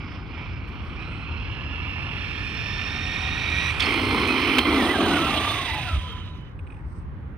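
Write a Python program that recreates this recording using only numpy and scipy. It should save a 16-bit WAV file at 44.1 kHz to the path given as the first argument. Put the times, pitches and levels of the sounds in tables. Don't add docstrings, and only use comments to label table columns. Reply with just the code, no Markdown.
import sys
import numpy as np
from scipy import signal
from scipy.fft import rfft, irfft, next_fast_len
from scipy.io import wavfile
from scipy.ndimage import uniform_filter1d, minimum_filter1d

SR = 44100
rng = np.random.default_rng(int(sys.argv[2]) if len(sys.argv) > 2 else 0)


def linear_from_db(decibels):
    return 10 ** (np.asarray(decibels, float) / 20)


def to_wav(sig):
    pcm = np.clip(np.atleast_2d(sig), -1, 1) * 32767
    pcm = np.round(pcm).astype(np.int16)
    wavfile.write(sys.argv[1], SR, pcm.T)


N = 325017

# time in seconds, level in dB.
NEARNESS = [(.02, -44.5), (.15, -41.5), (.24, -51.5), (.41, -39.5), (.6, -49.5), (.85, -44.5), (1.1, -43),
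            (1.43, -41), (2.0, -36.5), (2.9, -31.5), (3.45, -28.5), (3.7, -23.5), (4.1, -29), (4.56, -24),
            (4.95, -33), (5.5, -31.5), (5.88, -38.5), (6.1, -47.5), (6.55, -70)]
# start in seconds, end in seconds, usual nearness in dB.
STAGES = [
    (0, 2.3, -44),
    (2.1, 3.803, -31),
    (3.793, 5.0, -28),
    (4.7, 6.55, -30),
]
# frequency in Hz, level in dB per Hz.
ROLL_OUT_COLOUR = [(100, -33), (170, -12.5), (205, -4), (304, 4), (473, -8), (711, 1.5), (944, -3.5),
                   (1180, -0.5), (1540, -11.5), (2000, -9), (2300, -9), (2670, -6.5), (3150, -9),
                   (3600, -8), (4200, -15.5), (4480, -22), (5050, -18.5), (5500, -31), (6200, -23.5),
                   (7300, -40.5), (9490, -70), (16100, -120)]
# frequency in Hz, level in dB per Hz.
ROLL_OUT_GRIT = [(4290, -44), (7300, -15.5), (8660, -1.5), (9570, -8), (14100, -14.5), (15200, -4),
                 (15800, -9.5)]


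def read(rows, s):
    at, *columns = np.transpose(rows)
    return [np.interp(s, at, c) for c in columns]


def in_time(rows):
    return np.array(read(rows, np.arange(N) / SR))


def at_hz(points, hz):
    point_hz, db = np.transpose(points)
    return np.interp(np.log(hz + 1), np.log(point_hz), db)


def joined(body, grit):
    lift_db = body[-3][1] - grit[1][1]
    return [*body[:-2], *[(hz, db + lift_db) for hz, db in grit[2:]]]


def lasting(rows, fade_s):
    t = np.arange(N) / SR
    rise, fall = np.broadcast_to(fade_s, 2)
    nearest_end = np.minimum((t - rows[0][0]) / rise, (rows[-1][0] - t) / fall)
    return np.sqrt(np.clip(nearest_end, 0, 1))


def bumps(events, s):
    return sum(height * np.cos(np.pi / 2 * np.clip((s - at) / half, -1, 1)) ** 2 for at, half, height in events)


def drift(rate, size=N):
    r = np.exp(-40 * np.pi * rate / SR)
    white = rng.standard_normal(size // 20 + 4002)
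    slow = signal.lfilter([1], [1, -2 * r, r * r], white)[4000:]
    return np.interp(np.arange(size) / 20, np.arange(len(slow)), slow / slow.std())


def late(x, delay_ms):
    return np.interp(np.arange(N) - delay_ms * SR / 1000, np.arange(N), x)


def filtered(x, order, edges_hz, kind):
    return signal.sosfiltfilt(signal.butter(order, edges_hz, kind, fs=SR, output="sos"), x)


def hiss_band(edges_hz):
    sos = signal.butter(2, edges_hz, "band", fs=SR, output="sos")
    band = signal.sosfilt(sos, rng.standard_normal((2, N)))
    return band / band.std()


def noise_bands(white, colour, likeness, low_hz):
    size = white.shape[1]
    hz = np.fft.rfftfreq(size, 1 / SR)
    alike = np.clip(at_hz(likeness, hz), 0, 1)
    spec = rfft(white) * linear_from_db(at_hz(colour, hz))
    spec = np.sqrt(alike) * spec[0] + np.sqrt(1 - alike) * spec[1:]
    centres = low_hz * 2 ** np.arange(0, np.log2(17000 / low_hz), 1 / 3)
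    place = 3 * np.log2(np.maximum(hz, low_hz) / low_hz)
    bands = [irfft(spec * np.clip(1 - abs(place - k), 0, 1), size) for k in range(len(centres))]
    return centres, bands


def whine(rows, orders, width_hz, clean, gain_db):
    a, b = round(rows[0][0] * SR), round(rows[-1][0] * SR)
    hz, *levels = read(rows, np.arange(a, b) / SR)
    turns = 2 * np.pi * np.cumsum(uniform_filter1d(hz, size=SR // 60)) / SR
    out = np.zeros(N)
    for k, db in zip(orders, levels):
        tone, quarter = np.sin(k * turns), np.cos(k * turns)
        smear = drift(k * width_hz, b - a) * tone + drift(k * width_hz, b - a) * quarter
        out[a:b] += linear_from_db(db + gain_db) * (np.sqrt(2 * clean) * tone + np.sqrt(1 - clean) * smear)
    return out * lasting(rows, 0.0091)


def blows(events, crack_db, dullness):
    size = SR // 10
    out, noise = np.zeros(N), rng.standard_normal((len(events), size))
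    t, body_hz = np.arange(size) / SR, np.fft.rfftfreq(size, 1 / SR)
    body = linear_from_db(dullness * at_hz(joined(ROLL_OUT_COLOUR, ROLL_OUT_GRIT), body_hz))
    body = body / (1 + (body_hz / 14300) ** 6)
    for (s, db, hz, t60, burst_s), n in zip(events, noise):
        burst = n * t * np.exp(-3.5 * t / abs(burst_s))
        r = linear_from_db(-60 / (max(t60, .002) * SR))
        mode = [1, 0.0021, 0.67], [1, -2 * r * np.cos(2 * np.pi * hz / SR), r * r]
        rung = signal.lfilter(*mode, signal.lfilter(*mode, burst))
        crack = irfft(rfft(np.diff(burst, prepend=0)) * body, size)
        at = round((s - 0.16 * abs(burst_s)) * SR)
        out[at:at + size] += linear_from_db(db) * (rung / abs(rung).max() + linear_from_db(crack_db) * crack / abs(crack).max())
    return out


def mesh_rate(s):
    # time in seconds, tooth-mesh rate in Hz.
    drive_speed = [(.8, 1043), (1.1, 1330), (1.37, 1420), (1.48, 1675), (1.84, 1745), (2.64, 1777),
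                   (3.7, 1923), (3.85, 2120), (4.6, 2050), (4.79, 2065), (4.82, 1790), (4.87, 1830),
                   (4.915, 2050), (4.955, 1570), (5.05, 1610), (5.09, 1465), (5.17, 1460), (5.19, 1275),
                   (5.22, 1340), (5.285, 1340), (5.31, 1205), (5.42, 1150), (5.5, 1215), (5.65, 1045),
                   (5.7, 900), (5.8, 830), (5.9, 680), (5.97, 615), (6.06, 505), (6.2, 390)]
    return read(drive_speed, s)[0]


def traffic(patchy_db):
    # frequency in Hz, level in dB per Hz.
    road_colour = [(13, -54.5), (22, -43), (46, -8.5), (83, -3.5), (103, -8.5), (131, -12), (227, -22),
                   (356, -28), (694, -39), (745, -36), (1090, -35.5), (1890, -40.5), (6500, -76.5),
                   (8450, -112), (14300, -120)]
    # time in seconds, level in dB.
    road_level = [(0, -32.5), (.2, -35), (1.3, -33), (2.5, -34), (3.9, -32), (4.6, -35), (5.65, -35.5),
                  (5.97, -31), (6.04, -35.5), (6.6, -37), (7.1, -34), (7.37, -36)]
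    # frequency in Hz, share common to both ports.
    road_likeness = [(30, .78), (80, .8), (140, .93), (300, .8), (640, .2), (1400, .1), (5000, .2)]
    white = rng.standard_normal((3, next_fast_len(N)))
    centres, bands = noise_bands(white, road_colour, road_likeness, low_hz=26.7)
    scale = sum(band for band, hz in zip(bands, centres) if hz < 170).mean(axis=0).std()
    swell, = in_time(road_level)
    steady = np.median(swell) - 1.5
    out = np.zeros((2, N))
    for band, hz in zip(bands, centres):
        level_db = swell if hz < 170 else steady
        out += band[:, :N] * linear_from_db(level_db + patchy_db * drift(4))
    return out / scale


def stage(count):
    # time in seconds, level in dB.
    tyre_scrub = [(3.78, -17), (3.87, -5.5), (4.05, -3.5), (4.15, 2), (4.25, -3), (4.31, -0.5),
                  (4.44, -5.5), (4.52, -2.5), (4.7, 4.5), (4.85, 2.5), (5.01, 5.5), (5.06, 2.5), (5.2, 0.5),
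                  (5.5, -6), (5.86, -16), (6.5, -33)]
    # centre in seconds, half length in seconds, level change in dB.
    wheel_hops = [
        (3.755, 0.12, -6.5),
        (3.815, 0.013, -1),
        (3.85, .03, -2),
        (4.637, 0.037, -11),
        (4.835, 0.031, 0.5),
        (4.955, 0.07, -4.5),
        (6.03, 0.069, -7),
    ]
    # usual level in dB, share of nearness,
    # share of scrub.
    part_levels = [
        [(-44.5, .1, 0.016), (-46.5, 0.5, 0.0097), (-46, 0.74, 0.041), (-101, 3.2, 0.0026)],
        [(-42, 0.39, 0.035), (-41.5, 0.75, 0), (-33, 0.76, 0.024), (-65.5, 1.6, 0.017)],
        [(-25, .01, 0.89), (-30, .1, 0.37), (-28.5, 0.41, -0.18), (-51.5, .3, 0.44)],
        [(-28, 0.11, 1.3), (-28, 0.67, 0.65), (-28, 0.94, 0.0084), (-45, 1.3, 0.0093)],
    ]
    hop_share = [
        [.5, 0.22, 0.64, 0.75],
        [1.2, 0.18, 0.39, 0.13],
    ]
    start, end, usual_db = STAGES[count]
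    s = np.linspace(start, end, 500)
    near = read(NEARNESS, s)[0] - usual_db
    scrub, hop = read(tyre_scrub, s)[0], bumps(wheel_hops, s)
    shares = zip(part_levels[count], hop_share[count // 2])
    return np.transpose([s, *[db + a * near + b * scrub + c * hop for (db, a, b), c in shares]])


def roar(rows, colour, mesh_hz, fade_s, grit, patchy_db, lumpy):
    part_edges_hz = [170, 450, 1500, 7000, 15800]
    # frequency in Hz, share common to both ports.
    truck_likeness = [(200, 1), (1000, 0.94), (3000, 0.95), (5500, 0.58), (8000, 0.23), (15000, .3)]
    a, b = round(rows[0][0] * SR), min(round(rows[-1][0] * SR), N)
    size = next_fast_len(b - a)
    hits = rng.random(size) < 400 / SR
    stones = hits * linear_from_db(3.0 * np.minimum(rng.exponential(1, size), 4)) * rng.choice([-1, 1], size)
    white = rng.standard_normal((3, size)) + grit * stones
    centres, bands = noise_bands(white, colour, truck_likeness, low_hz=part_edges_hz[0])
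    part = np.clip(np.searchsorted(part_edges_hz, centres * 1.001) - 1, 0, 3)
    together, out = drift(2.9, size), np.zeros((2, N))
    for k, level_db in enumerate(in_time(rows)[:, a:b]):
        mine = [band for band, p in zip(bands, part) if p == k]
        level_db = minimum_filter1d(level_db, size=SR // 30)
        level_db = -minimum_filter1d(-level_db, size=SR // 30)
        scale = sum(mine).mean(axis=0).std()
        flicker = sum(band * linear_from_db(patchy_db * (0.31 * together + drift(21.0, size))) for band in mine)
        out[:, a:b] += linear_from_db(level_db) * flicker[:, :b - a] / scale
    wheel_hz = mesh_hz / 39.0 * (1 + 0.033 * drift(4.35))
    wheel = 1 + lumpy * np.sin(2 * np.pi * np.cumsum(wheel_hz) / SR)
    return out * wheel * lasting(rows, fade_s)


def rolling():
    # frequency in Hz, level in dB per Hz.
    far_colour = [(100, -26.5), (170, -2), (268, 3), (589, -16.5), (1040, -9), (1660, -10.5), (1800, -8.5),
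                  (1950, -7.5), (2670, -2.5), (3770, -16.5), (4080, -18), (4630, -20.5), (5330, -23.5),
                  (5900, -32), (6300, -42), (7300, -61), (9490, -87), (16100, -120)]
    far_grit = [(4290, -45), (7300, -7), (9570, -1), (11800, -19), (15300, -27.5), (15800, -18)]
    run_in_colour = [(100, -29.5), (170, -9), (273, -9), (589, -21), (758, -16.5), (1590, -10.5),
                     (1830, -2), (2070, -5.5), (2430, 7.5), (3020, -5), (3710, -9), (4630, -17.5),
                     (5500, -18.5), (6440, -34.5), (7300, -36.5), (9490, -68), (16100, -120)]
    run_in_grit = [(4290, -30), (7300, 4), (8010, -1), (9570, 0), (11400, -9.5), (13100, -10),
                   (15800, -7.5)]
    slide_colour = [(100, -53), (170, -28), (264, -6), (391, -13), (598, -22), (1160, -12), (1640, -18.5),
                    (1980, -11), (2350, -3.5), (2750, -11.5), (3270, -13), (3750, -19), (4210, -25),
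                    (4580, -26), (4950, -22.5), (6000, -32), (6600, -46.5), (7300, -47.5), (9490, -79),
                    (16100, -120)]
    slide_grit = [(4290, -43), (7300, -21.5), (8630, -6), (9940, -11), (12000, -13), (14000, -23.5),
                  (15800, -2)]
    mesh_hz = mesh_rate(np.arange(N) / SR)
    out = roar(stage(0), joined(far_colour, far_grit), mesh_hz, [.001, .2], grit=0.15, patchy_db=1.6, lumpy=0.14)
    out += roar(stage(1), joined(run_in_colour, run_in_grit), mesh_hz, [.2, .01],
                grit=0.36, patchy_db=0.92, lumpy=0.15)
    out += roar(stage(2), joined(slide_colour, slide_grit), mesh_hz, [.01, .3],
                grit=0.91, patchy_db=1.07, lumpy=0.15)
    out += roar(stage(3), joined(ROLL_OUT_COLOUR, ROLL_OUT_GRIT), mesh_hz, [.3, .05],
                grit=0.74, patchy_db=1.43, lumpy=0.15)
    return out


def underside(truck):
    # time in seconds, delay in ms, level in dB.
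    shell_echo = [(0, .9, -14), (1.6, .96, -5), (2.8, .92, -5), (3.7, .89, -9), (3.9, .93, -19),
                  (5.0, .96, -18.5), (6.5, .77, -21)]
    echo_band_hz = [3200, 7000]
    delay_ms, db = in_time(shell_echo)
    band = filtered(truck, 2, echo_band_hz, "band")
    return truck + linear_from_db(db) * np.array([late(side, delay_ms) for side in band])


def ground(truck, above_hz, bounce_ms):
    # time in seconds, delay in ms, level in dB.
    ground_echo = [(0, .72, -3), (2.9, .714, -3), (3.3, .833, -3), (3.7, .84, -3), (3.85, .9375, -2),
                   (4.2, .96, -2), (4.45, .98, -5), (4.7, 1.0, -16), (6.6, 1.0, -18)]
    bright = filtered(truck, 2, above_hz, "high")
    delay_ms, echo_db = in_time(ground_echo)
    delay_ms = delay_ms + bounce_ms * drift(8.1)
    return truck + linear_from_db(echo_db) * np.array([late(side, delay_ms) for side in bright])


def tread_howl():
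    # time in seconds, frequency in Hz, level in dB.
    howl_curve = [(0, 2275, -46.5), (.2, 2250, -58), (.4, 2360, -44), (.9, 2313, -57.5), (1.0, 2425, -44),
                  (1.1, 2540, -45), (1.5, 2700, -43), (2.0, 2700, -38), (2.5, 2690, -46), (2.9, 2645, -39)]
    return whine(howl_curve, [1], width_hz=136, clean=0.011, gain_db=1.3)


def sliding_strands():
    # time in seconds, frequency in Hz, level in dB.
    strands = [
        [(0, 5000, -62), (.15, 5100, -62.5), (.24, 5000, -65), (.4, 5050, -64), (.6, 5100, -70)],
        [(.9, 2760, -64), (1.2, 3026, -60), (1.55, 3453, -61), (2.0, 3230, -75), (2.4, 3250, -51)],
        [(1.0, 3950, -58), (1.35, 4180, -64.5), (1.9, 4070, -71), (2.6, 4450, -57.5), (3.0, 4500, -61),
         (3.4, 4126, -58), (3.72, 4150, -49)],
        [(1.2, 2281, -54.5), (2.0, 2343, -45), (2.8, 2382, -52.5), (3.72, 2358, -29.5)],
        [(3.8, 4325, -45.5), (4.2, 4127, -41), (4.6, 4170, -41), (5.1, 4046, -50.5), (5.4, 4070, -52)],
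        [(3.8, 3210, -36), (4.2, 3097, -43), (4.55, 3038, -34), (4.75, 3290, -43), (5.0, 3060, -37),
         (5.17, 2975, -40), (5.25, 3140, -45)],
        [(5.2, 2683, -50), (5.27, 2724, -33), (5.34, 2750, -50), (5.5, 2643, -58), (5.75, 2622, -37),
         (5.95, 2490, -48)],
        [(5.35, 3510, -56), (5.5, 3580, -33), (5.75, 3850, -45), (5.9, 3920, -54), (6.4, 3830, -65)],
        [(5.5, 2100, -48), (5.68, 2017, -42), (5.82, 1910, -47)],
        [(5.9, 3250, -53), (6.1, 3170, -47), (6.3, 2970, -56)],
        [(5.98, 1270, -53), (6.15, 1327, -49.5), (6.4, 1250, -63)],
    ]
    return sum(whine(rows, [1], width_hz=140, clean=0, gain_db=1.04) * linear_from_db(1.8 * drift(7.5)) for rows in strands)


def rubs():
    # centre in seconds, half length in seconds, level in dB.
    finger_shifts = [
        (.14, .08, -80),
        (0.698, .05, -81),
        (0.919, 0.17, -75),
        (1.143, 0.17, -71.5),
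        (6.728, 0.17, -77),
        (6.95, 0.13, -70.5),
    ]
    # frequency in Hz, half width in Hz, level in dB.
    case_bands = [
        (8430, 310, -4.5),
        (5000, 850, -4.5),
    ]
    hiss = sum(linear_from_db(db) * hiss_band([hz - width_hz, hz + width_hz]) for hz, width_hz, db in case_bands)
    strokes = [(at, half, linear_from_db(db)) for at, half, db in finger_shifts]
    return hiss * linear_from_db(2.1 * drift(40.0)) * bumps(strokes, np.arange(N) / SR)


def taps():
    # time in seconds, peak in dB, ring frequency in Hz.
    hand_taps = [(.6735, -74, 12500), (.6774, -68, 9000), (.6774, -69, 12500), (.6873, -60, 8700),
                 (.6873, -59, 13200), (.7004, -66, 13500), (.7004, -70, 10500), (.721, -71, 12200),
                 (.7305, -69, 11500), (.7525, -66, 13500), (.787, -70, 12500), (.8525, -66, 12500),
                 (.8525, -68, 9200), (.858, -71, 11000), (.8745, -72, 12500), (6.0315, -64, 11000),
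                 (6.1245, -60, 13500), (6.1245, -56, 11500), (6.1245, -55, 9000), (6.2101, -67, 12000),
                 (6.2361, -67, 12000), (6.2565, -64, 13500), (6.3523, -66, 12000), (6.3749, -66, 11000),
                 (6.4123, -66, 11000), (6.4945, -73, 11000), (6.559, -72, 11000)]
    tap_ring = (.002, .001)
    return blows([(*row, *tap_ring) for row in hand_taps], crack_db=-1, dullness=.05)


def rustle():
    # centre in seconds, half length in seconds, level in dB.
    sleeve_brushes = [
        (0.734, .07, -80.5),
        (.87, 0.037, -82),
    ]
    cloth_band_hz = [9500, 14300]
    strokes = [(at, half, linear_from_db(db)) for at, half, db in sleeve_brushes]
    return hiss_band(cloth_band_hz) * linear_from_db(2.5 * drift(90.0)) * bumps(strokes, np.arange(N) / SR)


def gears_pulling():
    # time in seconds, level of mesh tone in dB, of octave in dB, of twelfth in dB.
    pull_load = [(.8, -54, -60, -66), (1.4, -53, -61, -68), (1.84, -51, -59, -67), (2.27, -46, -53, -59),
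                 (2.64, -43, -47, -49), (2.95, -42, -44, -48), (3.4, -40, -41, -52), (3.69, -37, -40, -51),
                 (3.73, -56, -60, -66)]
    s = np.linspace(pull_load[0][0], pull_load[-1][0], 500)
    rows = np.transpose([s, mesh_rate(s), *read(pull_load, s)])
    return whine(rows, [1, 2, 3], width_hz=65, clean=.33, gain_db=2)


def gear_rattle():
    # multiple of mesh rate, level in dB.
    rattle_bands = [
        (3.0, -53),
    ]
    rattle_span_s = (1.6, 3.72)
    s = np.linspace(*rattle_span_s, 200)
    follow_db = 0.4 * (read(NEARNESS, s)[0] - STAGES[1][2])
    rows = np.transpose([s, mesh_rate(s), *[db + follow_db for _, db in rattle_bands]])
    return whine(rows, [k for k, _ in rattle_bands], width_hz=72, clean=.01, gain_db=-7.0)


def controller_switching():
    # time in seconds, frequency in Hz, level in dB.
    switching_curve = [(1.7, 15000, -96), (2.25, 15000, -83), (2.6, 15000, -88), (3.77, 15300, -70),
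                       (3.82, 15450, -60), (4.0, 15400, -61), (4.3, 15050, -62), (4.65, 15450, -61),
                       (5.1, 15350, -60), (5.38, 15300, -65), (5.48, 15000, -59), (5.9, 14950, -62),
                       (6.0, 14900, -72), (6.06, 14900, -90)]
    return whine(switching_curve, [1], width_hz=130, clean=0, gain_db=-1)


def motor_shaft():
    # time in seconds, frequency in Hz, level in dB.
    shaft_curve = [(2.95, 736, -52), (3.3, 762, -48.5), (3.73, 793, -71)]
    return whine(shaft_curve, [1], width_hz=12, clean=.5, gain_db=0)


def knocks():
    # time in seconds, peak in dB, ring in Hz, decay to -60 dB in seconds, burst in seconds.
    knock_events = [(3.7965, -22, 3300, .004, .007), (3.798, -32, 5200, .004, .012),
                    (3.8025, -15, 3400, .004, .009), (3.804, -23, 4370, .004, .01),
                    (3.806, -29, 5200, .004, .008), (3.820, -19, 3200, .006, .018),
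                    (3.8245, -19, 2450, .005, .01), (3.822, -26, 4650, .004, .014),
                    (3.838, -26, 4300, .005, .016), (3.858, -30, 5200, .004, .01),
                    (3.922, -20, 2400, .004, .006), (3.940, -20, 2400, .004, .006),
                    (4.275, -20.5, 2540, 0.05, 0.03)]
    return blows(knock_events, crack_db=-10, dullness=0.88)


def gears_braking():
    # time in seconds, level in dB, step per overtone in dB.
    drag_load = [(3.85, -38, -11), (4.6, -44, -13), (4.66, -36, -18), (4.8, -33, -16), (4.85, -37, -16),
                 (4.91, -30, -22), (5.04, -36, -16), (5.12, -35, -16), (5.2, -32, -12), (5.55, -33, -14),
                 (5.66, -40, -12), (5.79, -38, -14), (5.83, -47, -6), (5.9, -46, 9), (5.96, -49, 9),
                 (6.0, -62, 0), (6.06, -60, -6), (6.12, -53, -6), (6.2, -57, -10)]
    # centre in seconds, half length in seconds, level change in dB.
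    teeth_part = (4.995, .045, -10)
    s = np.linspace(drag_load[0][0], drag_load[-1][0], 500)
    db, step_db = read(drag_load, s)
    db = db + bumps([teeth_part], s)
    rows = np.transpose([s, mesh_rate(s), db, db + step_db])
    return whine(rows, [1, 2], width_hz=40, clean=.3, gain_db=1.5)


def controller_singing():
    # time in seconds, level in dB.
    brake_songs = [
        [(3.85, -44), (4.2, -39), (4.55, -42)],
        [(5.72, -40), (5.79, -42), (5.85, -52), (5.885, -38), (5.95, -40), (5.99, -45), (6.08, -43),
         (6.108, -53), (6.15, -44), (6.2, -46), (6.245, -64), (6.265, -47), (6.3, -52), (6.34, -49),
         (6.385, -51), (6.42, -62), (6.5, -67), (6.54, -74)],
    ]
    sing_hz = [1042, 1002]
    sing_third_db = [-56, -60]
    # time in seconds, frequency in Hz, level in dB.
    sing_octave = [(5.6, 2004, -48), (5.67, 2004, -39), (5.72, 2004, -43), (5.77, 2004, -44),
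                   (5.8, 2004, -55)]
    out = whine(sing_octave, [1], width_hz=20, clean=.6, gain_db=0)
    for song, hz, third_db in zip(brake_songs, sing_hz, sing_third_db):
        rows = [(s, hz, db, min(third_db, db + 6)) for s, db in song]
        out += whine(rows, [1, 3], width_hz=10, clean=.82, gain_db=-1) * linear_from_db(2.5 * drift(30.0))
    return out


def sharp_stone():
    # time in seconds, peak in dB, ring in Hz, decay to -60 dB in seconds, burst in seconds.
    stone_modes = [
        (4.5838, -9, 2440, .003, .009),
        (4.585, -13, 1290, .003, .009),
        (4.5842, -18, 4200, .003, .009),
        (4.5895, -12, 3020, .0037, .007),
        (4.584, -28, 8700, .002, .008),
        (4.5842, -30, 10600, .002, .007),
        (4.585, -33, 13000, .002, .007),
    ]
    return blows(stone_modes, crack_db=-11.0, dullness=0.95)


def tyre_judder():
    # time in seconds, frequency in Hz, level in dB.
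    judder_curve = [(4.95, 196.6, -45), (5.12, 164.6, -38), (5.3, 144.6, -36.5), (5.45, 124.6, -50)]
    return whine(judder_curve, [1], width_hz=17.0, clean=0.099, gain_db=1.5)


def shell_thump():
    # time in seconds, frequency in Hz, level in dB.
    thump_curve = [(5.915, 75, -37), (5.948, 73.4, -25), (5.963, 70, -30), (5.98, 66, -24), (6.0, 60, -46)]
    return whine(thump_curve, [1], width_hz=5, clean=0.85, gain_db=-2)


def suspension_ticks():
    # time in seconds, peak in dB.
    settling = [
        (6.5907, -40.5),
        (6.6677, -47),
        (6.6725, -46),
        (6.703, -43),
        (6.7214, -44),
        (6.7428, -48),
        (6.765, -51),
        (6.7885, -53),
    ]
    # level in dB, ring in Hz, decay to -60 dB in seconds, burst in seconds.
    tick_rings = [
        (1, 2480, .005, .009),
        (-7, 1280, .0033, .010),
        (-15, 3300, .002, .008),
        (-20.5, 8600, .0067, .012),
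    ]
    events = [(s, db + ring_db, *ring) for s, db in settling for ring_db, *ring in tick_rings]
    return blows(events, crack_db=-16.0, dullness=1.8)


def scene():
    # time in seconds, lag in ms.
    left_lag = [(0, 0.011), (1, 0.049), (2, 0.085), (3.5, 0.03), (4.2, 0.022), (5, -0.029), (5.8, -0.037),
                (6.6, -0.086)]
    truck = underside(rolling())
    truck += tread_howl() + sliding_strands()
    truck += gears_pulling() + gear_rattle() + controller_switching() + motor_shaft()
    truck += knocks() + gears_braking() + controller_singing() + sharp_stone()
    truck += tyre_judder() + shell_thump()
    truck = ground(truck, above_hz=7500, bounce_ms=.008)
    truck[0] = late(truck[0], in_time(left_lag)[0])
    truck += suspension_ticks()
    hand = rubs() + taps() + rustle()
    return truck + hand + traffic(patchy_db=1.5)


def port(peaks, hz):
    out, s = 1, 1j * hz
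    for top_hz, width_hz, db in peaks:
        g = linear_from_db(db / 2)
        out = out * (s * s + s * width_hz * g + top_hz ** 2) / (s * s + s * width_hz / g + top_hz ** 2)
    return out


def low_pass(x):
    return signal.sosfilt(signal.butter(12, 15830, fs=SR, output="sos"), x)


def record(dry):
    # frequency in Hz, width in Hz, level in dB.
    left_port = [
        (2940, 110, -9.5),
        (9500, 2200, 14.5),
    ]
    right_port = [
        (2700, 1660, 12.7),
        (5700, 1200, 8.7),
    ]
    size = next_fast_len(N + 4096)
    hz = np.fft.rfftfreq(size, 1 / SR)
    ports = np.array([port(left_port, hz), port(right_port, hz)])
    heard = irfft(rfft(dry, size) * (hz < 15900) * ports / ports.mean(axis=0), size)[:, :N]
    hiss_sos = signal.butter(6, 7850, "high", fs=SR, output="sos")
    heard += linear_from_db(-80.5) * signal.sosfilt(hiss_sos, rng.standard_normal((2, N)))
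    return low_pass(heard)


dry = scene()
out = record(dry)
to_wav(out)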